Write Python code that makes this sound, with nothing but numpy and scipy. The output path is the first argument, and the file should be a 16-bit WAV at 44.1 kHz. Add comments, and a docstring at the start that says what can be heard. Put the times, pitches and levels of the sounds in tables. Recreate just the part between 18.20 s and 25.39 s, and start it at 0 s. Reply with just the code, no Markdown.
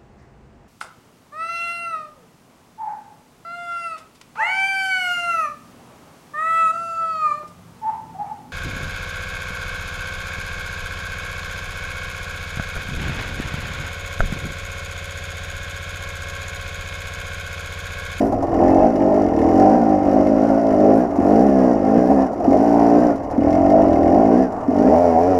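"""A two-stroke dirt bike climbs a rocky slope in bursts of throttle, heard from the rider's helmet.
Each firing thumps through the exhaust, which booms, drones, growls and barks; gas rasps and the piston clatters in step.
Between bursts the engine coasts raggedly and catches with a pop; metal clacks and thuds, trail and twigs rustle.
One train of firing impulses drives filters for the exhaust, gas and piston; the gears are a phase-driven sine.
Clacks and pops are filtered blows, trail and twigs filtered noise, and a brief metallic singing two unsteady sines."""
import sys
import numpy as np
from scipy import signal
from scipy.fft import rfft, irfft, next_fast_len
from scipy.io import wavfile
from scipy.ndimage import uniform_filter1d, minimum_filter1d, map_coordinates

SR = 44100
rng = np.random.default_rng(int(sys.argv[2]) if len(sys.argv) > 2 else 0)


def pcm_store(signal):
    """Save signal as 16-bit PCM."""
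    levels = np.round(np.clip(np.atleast_2d(signal), -1, 1) * 32767)
    wavfile.write(sys.argv[1], SR, levels.astype(np.int16).T)


N = 317079

# pipe's main resonance, broad when the engine runs freely: (frequency [Hz], relative level [dB])
DRONE_RESPONSE = [(60, -51), (135, -23), (175, -12.5), (210, -3), (238, 5), (272, 3), (300, 0), (335, -5.5),
                  (375, -13), (600, -48.5), (1500, -100)]


def amp(db):
    """Decibels to gain."""
    return 10 ** (np.asarray(db) / 20)


def unit(x):
    """Scale to rms 1."""
    return x / np.sqrt(np.mean(x ** 2) + 1e-20)


def even(x, size=3500):
    """Scale to rms 1 at every moment, over a few firings."""
    power = uniform_filter1d(uniform_filter1d(x ** 2, size), size)
    return x / np.sqrt(np.abs(power) + 1e-20)


def curves(rows):
    """One value per sample for each column after the time."""
    time_s, *columns = np.transpose(rows)
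    return [np.interp(np.arange(N) / SR, time_s, column) for column in columns]


def swell(center_s, half_s):
    """A smooth Gaussian rise and fall around center_s."""
    return np.exp(-((np.arange(N) / SR - center_s) / half_s) ** 2)


def wobble(knots_per_s):
    """A smooth random curve, splined through normal random knots."""
    knots = rng.standard_normal(int(N * knots_per_s / SR) + 4)
    return map_coordinates(knots, [np.arange(N) * knots_per_s / SR])


def ring(x, response, spread_s_per_khz=0, size=16384):
    """Pass x through a causal minimum-phase body; the spread delays the highs."""
    hz, db = np.transpose(response)
    grid_hz = np.fft.rfftfreq(size, 1 / SR)
    log_gain = np.log(amp(np.interp(np.log(grid_hz + 1), np.log(hz), db)))
    # folding the cepstrum onto positive times gives minimum phase
    cepstrum = irfft(log_gain)
    cepstrum[1:size // 2] *= 2
    cepstrum[size // 2 + 1:] = 0
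    chirp_rad = np.pi * spread_s_per_khz * grid_hz ** 2 / 1000
    impulse = irfft(np.exp(rfft(cepstrum) - 1j * chirp_rad))
    return signal.fftconvolve(x, impulse)[:len(x)]


def pulses(times_s, sizes):
    """Impulses, each shared between its two nearest samples."""
    at = np.clip(times_s * SR, 0, N - 2)
    i = at.astype(int)
    return np.bincount(i, sizes * (1 - at + i), N) + np.bincount(i + 1, sizes * (at - i), N)


def puffs(train, t60_s, steady):
    """Noise that flares at each impulse and dies down to a steady hiss."""
    t = np.arange(SR // 8) / SR
    flare = unit(signal.fftconvolve(train, amp(-60 * t / t60_s))[:N])
    return unit((flare + steady) * rng.standard_normal(N))


def bursts(times_s, peaks_db, response, attack_s, t60_s, noisy):
    """Short blows with a noisy wake into a body, each scaled to its peak level."""
    out, t = np.zeros(N + SR), np.arange(SR // 5) / SR
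    for time_s, peak_db in zip(times_s, peaks_db):
        envelope = amp(-60 * t / t60_s) * (1 - np.exp(-t / attack_s))
        blow = noisy * rng.standard_normal(len(t)) * envelope + (t == 0)
        sound = ring(blow, response)
        out[round(time_s * SR):][:len(t)] += amp(peak_db) * sound / np.abs(sound).max()
    return out[:N]


def throttle():
    """Throttle closure (1 = ordinary coast), push [dB] from twists of the grip, and their extra growl and bark [dB]."""
    # rider rolls off: (shut [s], reopened [s], depth [1 = ordinary coast])
    roll_offs = [(0.031, 0.301, 0.81), (0.672, 0.711, 0.52), (1.02, 1.099, 0.44), (1.747, 1.813, 0.32),
                 (2.807, 2.955, 0.78), (3.529, 3.567, 0.53), (4.021, 4.187, 1.1), (4.905, 5.127, 1.25),
                 (6.235, 6.452, 1.39)]
    # grip twists over rocks: (time [s], half length [s], push [dB], extra growl [dB], extra bark [dB])
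    twists = [(0.461, 0.17, 2, -2, 3), (0.619, 0.062, -0.5, 1.5, 7.5), (.932, 0.07, -3.1, 6, 6.5),
              (1.455, 0.097, 3.5, 0.5, 6.5), (1.684, 0.12, -0.3, -2, 2), (1.956, 0.072, 0.8, 0, 3),
              (2.465, 0.097, -3.5, 3.5, 3.5), (2.687, 0.093, 2, 5.5, 2.5), (3.168, 0.1, 3, 1.5, 2),
              (3.425, 0.064, 2, 0.5, 0), (3.774, 0.019, 7.5, 0, -2.5), (3.917, 0.018, 3, 0.5, 4.5),
              (4.34, 0.027, -1.5, 8, 7), (4.587, 0.19, 2.5, -3.5, 2.5), (4.763, 0.052, 3, 1.5, -0.5),
              (5.398, 0.078, -0.5, -9.5, 4.5), (5.564, 0.08, 0.5, 4, 8.5), (5.778, 0.058, -1, 4.5, 2),
              (5.978, 0.1, 1.8, 1, 5.5), (6.148, 0.035, 4, 2, 0), (6.69, 0.081, 3, 2, 2),
              (6.764, 0.037, 3, -5.5, 7), (6.87, 0.059, 1.5, 1.5, 5), (6.99, 0.038, 0.5, 2.5, 8),
              (7.113, .08, 3.5, 1, -1.5)]
    shut_s, open_s = 0.079, 0.12  # ramp lengths
    t = np.arange(N) / SR
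    shut = np.zeros(N)
    for off_s, on_s, depth in roll_offs:
        closing = (t - off_s) / shut_s
        opening = 1 - (t - on_s) / open_s
        shut += depth * np.clip(np.minimum(closing, opening), 0, 1)
    push_db, growl_db, bark_db = sum(np.outer(levels_db, swell(s, half_s))
                                     for s, half_s, *levels_db in twists)
    return shut, push_db, growl_db, bark_db


def follow(shut, push_db, steady_db, coast_loss_db, db_per_push_db):
    """Level [dB] of one engine part: steady pull, less coasting loss, plus its share of the push."""
    return steady_db - coast_loss_db * shut + db_per_push_db * push_db


def firings(rate, coast):
    """One firing per crank turn, less regular in time and strength when coasting; returns a train maker."""
    at = np.flatnonzero(np.diff(np.floor(np.cumsum(rate) / SR - .02)))
    jitter_s = .00008 + .001 * coast[at]
    times_s = at / SR + jitter_s * rng.standard_normal(len(at))
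    strength_db = (0.65 + 1.3 * coast[at]) * rng.standard_normal(len(at))
    strength = amp(strength_db) / np.sqrt(rate[at])

    def strokes(lag_s, scatter_db):
        """The firings as one part of the engine feels them."""
        return pulses(times_s + lag_s, strength * amp(scatter_db * rng.standard_normal(len(at))))

    return strokes


def slope_echoes(x, share, reach_s, sway_s, count=9):
    """Bounces off rocks and trunks fill the gaps between firings; their paths drift as the bike moves."""
    n, out = np.arange(N), x.copy()
    for k in range(count):
        delay_s = reach_s * (k + rng.uniform(.4, 1.4)) / count + sway_s * wobble(1.5)
        sign = rng.choice([-1, 1])
        out += sign * share / np.sqrt(count) * np.interp(n - delay_s * SR, n, x)
    return even(out)


def exhaust(strokes, rate, coast, grip):
    """Pressure pulses and their turbulent wake ring the pipe, whose chambers smear each into a rising chirp."""
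    # pipe and silencer responses: (frequency [Hz], relative level [dB]); lugging is the drone at low revs
    boom_response = [(15, -67), (35, -13), (52, -4.5), (68, 4), (88, 2.5), (108, 0.5), (135, -11),
                     (220, -57), (500, -73.5)]
    lugging_response = [(60, -59), (140, -24.5), (195, -8), (235, -2.5), (258, 2), (276, 7), (300, -0.5),
                        (335, 2), (370, -8), (430, -25.5), (600, -44.5), (1500, -100)]
    growl_response = [(150, -35), (260, -46.5), (325, -8.5), (365, 4), (405, 2.5), (480, 1.5), (540, 4.5),
                      (620, -8), (800, -38.5), (2000, -108)]
    bark_response = [(250, -69.5), (450, -7), (540, -29.5), (600, 1.5), (670, 3.5), (715, 0), (780, -0.5),
                     (870, -14), (1050, -20.5), (1200, -61), (1800, -40.5), (4000, -69.5)]
    # level change with revs: (rate [firings/s], boom [dB], drone [dB])
    by_speed = [(43, 5.5, 1), (48.8, 2.5, 1.7), (58.5, -6, 0.36), (69.2, 0, 2.4), (86.6, 0.5, -6)]
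    shut, push_db, extra_growl_db, extra_bark_db = grip
    speeds, boom_gain_db, drone_gain_db = np.transpose(by_speed)

    def pipe(response, lag_s, scatter_db, rough):
        """Mix clean pulses with noisy wake; the note cleans up as the revs rise."""
        train = strokes(lag_s, scatter_db)
        wake = unit(ring(puffs(train, t60_s=0.092, steady=0.36), response, spread_s_per_khz=0.0062))
        pulse = unit(ring(train, response, spread_s_per_khz=.01))
        wake_share = np.clip(rough * (50 / rate) ** 2 + .5 * coast, 0, .9)
        return np.sqrt(1 - wake_share) * pulse + np.sqrt(wake_share) * wake

    boom = even(pipe(boom_response, lag_s=0, scatter_db=1, rough=.08))
    boom_db = follow(shut, push_db, steady_db=-34, coast_loss_db=8.7, db_per_push_db=0.98)
    boom_db += np.interp(rate, speeds, boom_gain_db)

    free = np.clip((rate - 46) / 9, 0, 1)  # 0 = lugging, 1 = running freely
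    lugging = pipe(lugging_response, lag_s=0, scatter_db=.5, rough=.05)
    running = pipe(DRONE_RESPONSE, lag_s=0, scatter_db=.5, rough=.05)
    drone = slope_echoes(free * running + (1 - free) * lugging, share=.38, reach_s=.021, sway_s=.0005)
    drone_db = follow(shut, push_db, steady_db=-17, coast_loss_db=11.7, db_per_push_db=0.95)
    drone_db += np.interp(rate, speeds, drone_gain_db)

    growl = pipe(growl_response, lag_s=.0035, scatter_db=.8, rough=.13)
    growl = slope_echoes(growl, share=1.2, reach_s=.021, sway_s=.0007)
    growl_db = follow(shut, push_db, steady_db=-21.5, coast_loss_db=9.4, db_per_push_db=1.28)
    growl_db += extra_growl_db

    bark = pipe(bark_response, lag_s=.002, scatter_db=1, rough=.19)
    bark = slope_echoes(bark, share=.75, reach_s=.017, sway_s=.0008)
    bark_db = follow(shut, push_db, steady_db=-20.5, coast_loss_db=9.3, db_per_push_db=0.58)
    bark_db += extra_bark_db
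    return amp(boom_db) * boom + amp(drone_db) * drone + amp(growl_db) * growl + amp(bark_db) * bark


def gas_rasp(strokes, shut, push_db):
    """The sharp front of each gas pulse buzzes; the jet behind it hisses."""
    # gas outlet response: (frequency [Hz], relative level [dB])
    rasp_response = [(500, -16.5), (950, 4.5), (1080, 7.5), (1200, -0.5), (1440, 1), (1530, -6),
                     (1840, -2.5), (2020, -6), (2130, -11), (2320, -13), (2600, -13), (2750, -17),
                     (2920, -17), (3500, -32.5), (7000, -70)]
    gas = strokes(lag_s=0.00102, scatter_db=2.7)
    front = ring(gas, rasp_response, spread_s_per_khz=0.0054)
    buzz = slope_echoes(front, share=2.0, reach_s=.015, sway_s=0.00044)
    jet = unit(ring(puffs(gas, t60_s=0.026, steady=0.95), rasp_response))
    level_db = follow(shut, push_db, steady_db=-38, coast_loss_db=7.3, db_per_push_db=0.94)
    return amp(level_db) * unit(buzz + jet)


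def gears(rate, shut, teeth=26):
    """The primary gear whines at its mesh rate, fuzzy from backlash, through the clutch cover."""
    mesh_rad = 2 * np.pi * teeth * np.cumsum(rate) / SR + 1.1 * wobble(80)
    # (frequency [Hz], relative level [dB])
    cover = [(600, -27.5), (1000, 6), (1300, -2), (1700, 0.5), (2000, -5.0), (2600, -11.5), (4000, -29)]
    level_db = -45.5 - 2.5 * shut  # almost as loud off the throttle
    return amp(level_db) * unit(ring(np.sin(mesh_rad), cover))


def cylinder_ping(train):
    """Piston blows ring the cylinder's few short modes."""
    # cylinder modes: (frequency [Hz], relative level [dB], t60 [s])
    cylinder_modes = [(1424, -9.5, 0.25), (1825, 8, 0.033), (2107, 1.5, .06), (2583, -11, 0.085),
                      (2870, -8.5, 0.078)]
    t = np.arange(SR // 8) / SR
    modes = sum(amp(db - 60 * t / t60_s) * np.sin(2 * np.pi * hz * t) for hz, db, t60_s in cylinder_modes)
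    return unit(signal.fftconvolve(puffs(train, t60_s=0.024, steady=0.094), modes)[:N])


def piston(strokes, rate, shut, push_db):
    """The piston rocks over before the exhaust port opens: cylinder ping, louder at low revs, and metal clatter."""
    # engine metal response: (frequency [Hz], relative level [dB])
    metal_response = [(1500, -18.5), (2900, -16.5), (3500, -13.5), (4200, -11.5), (4650, -5), (5800, -0.5),
                      (6300, -10), (7100, -8.5), (8300, -22.5), (9000, -17.5), (10050, -15), (10800, -23.5),
                      (11700, -16.5), (13000, -29), (15200, -36)]
    # top end rattles harder under load: (time [s], half length [s], extra level [dB])
    rattles = [(1.387, .14, 4), (4.482, 0.25, 2)]
    slaps = strokes(lag_s=-0.0045, scatter_db=3.0)
    ping_db = follow(shut, push_db, steady_db=-48, coast_loss_db=7, db_per_push_db=0.11)  # at 50 firings/s
    ping = amp(ping_db) * (50 / rate) ** 1.9 * cylinder_ping(slaps)
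    clatter_db = follow(shut, push_db, steady_db=-52, coast_loss_db=8.2, db_per_push_db=0.51)
    clatter_db += sum(db * swell(s, half_s) for s, half_s, db in rattles)
    clatter = unit(ring(puffs(slaps, t60_s=0.055, steady=.9), metal_response))
    return ping + amp(clatter_db) * clatter


def engine():
    """One train of firings drives exhaust, gas and piston; the gears follow the same crank speed."""
    # crank speed: (time [s], rate [firings/s])
    crank_speed = [(0.0, 52.8), (0.06, 56.7), (0.32, 40.8), (0.62, 48.1), (0.68, 59.7), (0.78, 47.2),
                   (0.99, 52.2), (1.15, 36.1), (1.49, 52.5), (1.56, 62.8), (1.66, 52.6), (1.88, 47.0),
                   (1.96, 55.4), (2.02, 46.8), (2.11, 56.2), (2.2, 51.3), (2.25, 58.9), (2.32, 53.5),
                   (2.38, 57.5), (2.56, 50.5), (2.76, 54.3), (2.79, 62.0), (2.82, 64.5), (2.91, 48.2),
                   (2.99, 43.7), (3.16, 55.2), (3.24, 70.3), (3.49, 61.6), (3.57, 49.4), (3.72, 54.0),
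                   (3.78, 61.7), (3.86, 60.8), (3.92, 73.5), (3.96, 66.5), (4.04, 67.6), (4.12, 50.2),
                   (4.32, 45.5), (4.42, 58.3), (4.69, 57.2), (4.83, 61.7), (4.96, 52.7), (4.99, 43.5),
                   (5.2, 35.4), (5.28, 42.0), (5.61, 52.5), (5.73, 38.7), (5.89, 43.0), (6.02, 56.6),
                   (6.07, 53.1), (6.22, 67.6), (6.37, 44.5), (6.52, 44.5), (6.6, 51.9), (6.72, 79.1),
                   (6.8, 88.8), (6.95, 80.3), (7.09, 95.0), (7.19, 85.8)]
    rate, = curves(crank_speed)
    grip = throttle()
    shut, push_db = grip[:2]
    coast = np.clip(shut, 0, 1) ** 2  # raggedness of combustion
    strokes = firings(rate, coast)
    driven = exhaust(strokes, rate, coast, grip) + gas_rasp(strokes, shut, push_db)
    return driven + gears(rate, shut) + piston(strokes, rate, shut, push_db)


def trail():
    """Tyres grind over loose dirt and air brushes the helmet: low rumble that swells and sinks, fluttering noise."""
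    # low rumble of ground and air: (time [s], level [dB])
    rumble_level = [(0, -32.5), (.5, -31), (1.3, -47), (1.8, -43.5), (4.9, -44), (5.4, -36.5), (5.9, -35.5),
                    (6.4, -51), (7.19, -43)]
    # rumble spectrum: (frequency [Hz], relative level [dB per Hz])
    rumble_spectrum = [(15, -9.5), (30, -5.5), (50, -3.5), (90, -8), (130, -4), (220, -21), (600, -66)]
    # tyres on dirt and moving air: (frequency [Hz], relative level [dB per Hz])
    dirt_spectrum = [(20, -9.5), (50, -17), (130, -7), (270, -11), (420, -7), (700, 2), (1100, -9.5),
                     (2000, -30.5), (3500, -50), (7000, -44.5), (15000, -66.5)]
    rumble_db, = curves(rumble_level)
    rumble = amp(rumble_db) * unit(ring(rng.standard_normal(N), rumble_spectrum))
    dirt_db = -33.5 + 3.8 * wobble(9.5)
    return rumble + amp(dirt_db) * unit(ring(rng.standard_normal(N), dirt_spectrum))


def brushes():
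    """Twigs and grit rustle past in short swells of tiny ticks."""
    # brushes against twigs and loose grit: (time [s], half length [s], level [dB])
    passes = [(0.013, 0.099, -54), (2.78, 0.046, -58), (3.162, 0.21, -59.5), (3.915, .08, -60),
              (4.423, 0.078, -60.5)]
    # twig spectrum: (frequency [Hz], relative level [dB])
    twig_spectrum = [(2000, -17), (3600, -2), (7000, -0.5), (9500, -2), (12500, -2), (15000, -15)]
    envelope = sum(amp(db) * swell(s, half_s) for s, half_s, db in passes)
    ticks = rng.standard_normal(N) * amp(4 * wobble(550))
    return envelope * unit(ring(ticks, twig_spectrum))


def clacks():
    """Chain slaps and hollow thuds; those near 4.13-4.24 s are probably lone engine firings."""
    # blows: (time [s], bright clack peak before the 2.5 dB lift [dB], hollow thud peak [dB])
    blows = [(0.1212, -42.5, -11.5), (0.2234, -42.5, -12.5), (2.9053, -48, -50), (2.9563, -44, -17.5),
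             (4.129, -45.5, -17), (4.1974, -49.5, -14), (4.2444, -60, -9.5), (4.957, -46, -41),
             (5.0315, -47.5, -17.5), (5.1083, -43.5, -17), (6.3205, -47.5, -17), (6.4033, -55, -31),
             (6.5051, -47, -17.5)]
    # bright and hollow responses, as of chain and chassis: (frequency [Hz], relative level [dB])
    bright_response = [(800, -9.5), (1800, -2.5), (2800, -3.5), (3600, -4), (5500, 4), (7200, 1.5),
                       (8300, -15), (10000, -3.5), (12000, -12), (15000, -19.5)]
    hollow_response = [(100, -38), (270, 4), (430, -5), (700, 12.5), (950, -4), (1500, -26), (4000, -54.5)]
    s, bright_db, hollow_db = np.transpose(blows)
    bright = bursts(s, bright_db + 2.5, bright_response, attack_s=.002, t60_s=0.076, noisy=0.81)
    hollow = bursts(s, hollow_db, hollow_response, attack_s=0.003, t60_s=0.09, noisy=0.97)
    return bright + hollow


def pops():
    """Unburnt mixture lights all at once as the engine catches, ringing the pipe."""
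    # lone hard firings: (time [s], peak before the 2 dB lift [dB])
    hard_firings = [(0.124, -16), (0.37, -18), (2.984, -6.5), (4.276, -7.5), (5.178, -8.5), (6.481, -8.5)]
    s, peak_db = np.transpose(hard_firings)
    return bursts(s, peak_db + 2, DRONE_RESPONSE, attack_s=0.0042, t60_s=0.12, noisy=0.055)


def singing():
    """Rubbed metal, perhaps a brake disc, sings briefly in two unsteady tones."""
    # tones: (frequency [Hz], relative level [dB])
    disc_tones = [(2620, 0), (3230, -11)]
    center_s, half_s, level_db = .57, 0.13, -52.5
    t = np.arange(N) / SR
    tones = np.zeros(N)
    for hz, tone_db in disc_tones:
        gain = amp(tone_db + 3 * wobble(40))
        tones += gain * np.sin(2 * np.pi * hz * t + 1.3 * wobble(70))
    return amp(level_db) * swell(center_s, half_s) * tones


def scene():
    """Bike and trail at one microphone."""
    return (engine() + pops() + clacks() + brushes() + singing() + trail())[None]


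def record(dry, ceiling=.8, size=221, top_hz=15250):
    """A limiter holds the peaks down; a sharp band limit removes everything from top_hz up."""
    needed_gain = np.minimum(1, ceiling / (np.abs(dry) + 1e-9))
    limited = dry * uniform_filter1d(minimum_filter1d(needed_gain, size), size)
    m = next_fast_len(N + SR // 4)
    passed = np.fft.rfftfreq(m, 1 / SR) < top_hz
    return irfft(rfft(limited, m) * passed, m)[..., :N]


dry = scene()
out = record(dry)
pcm_store(out)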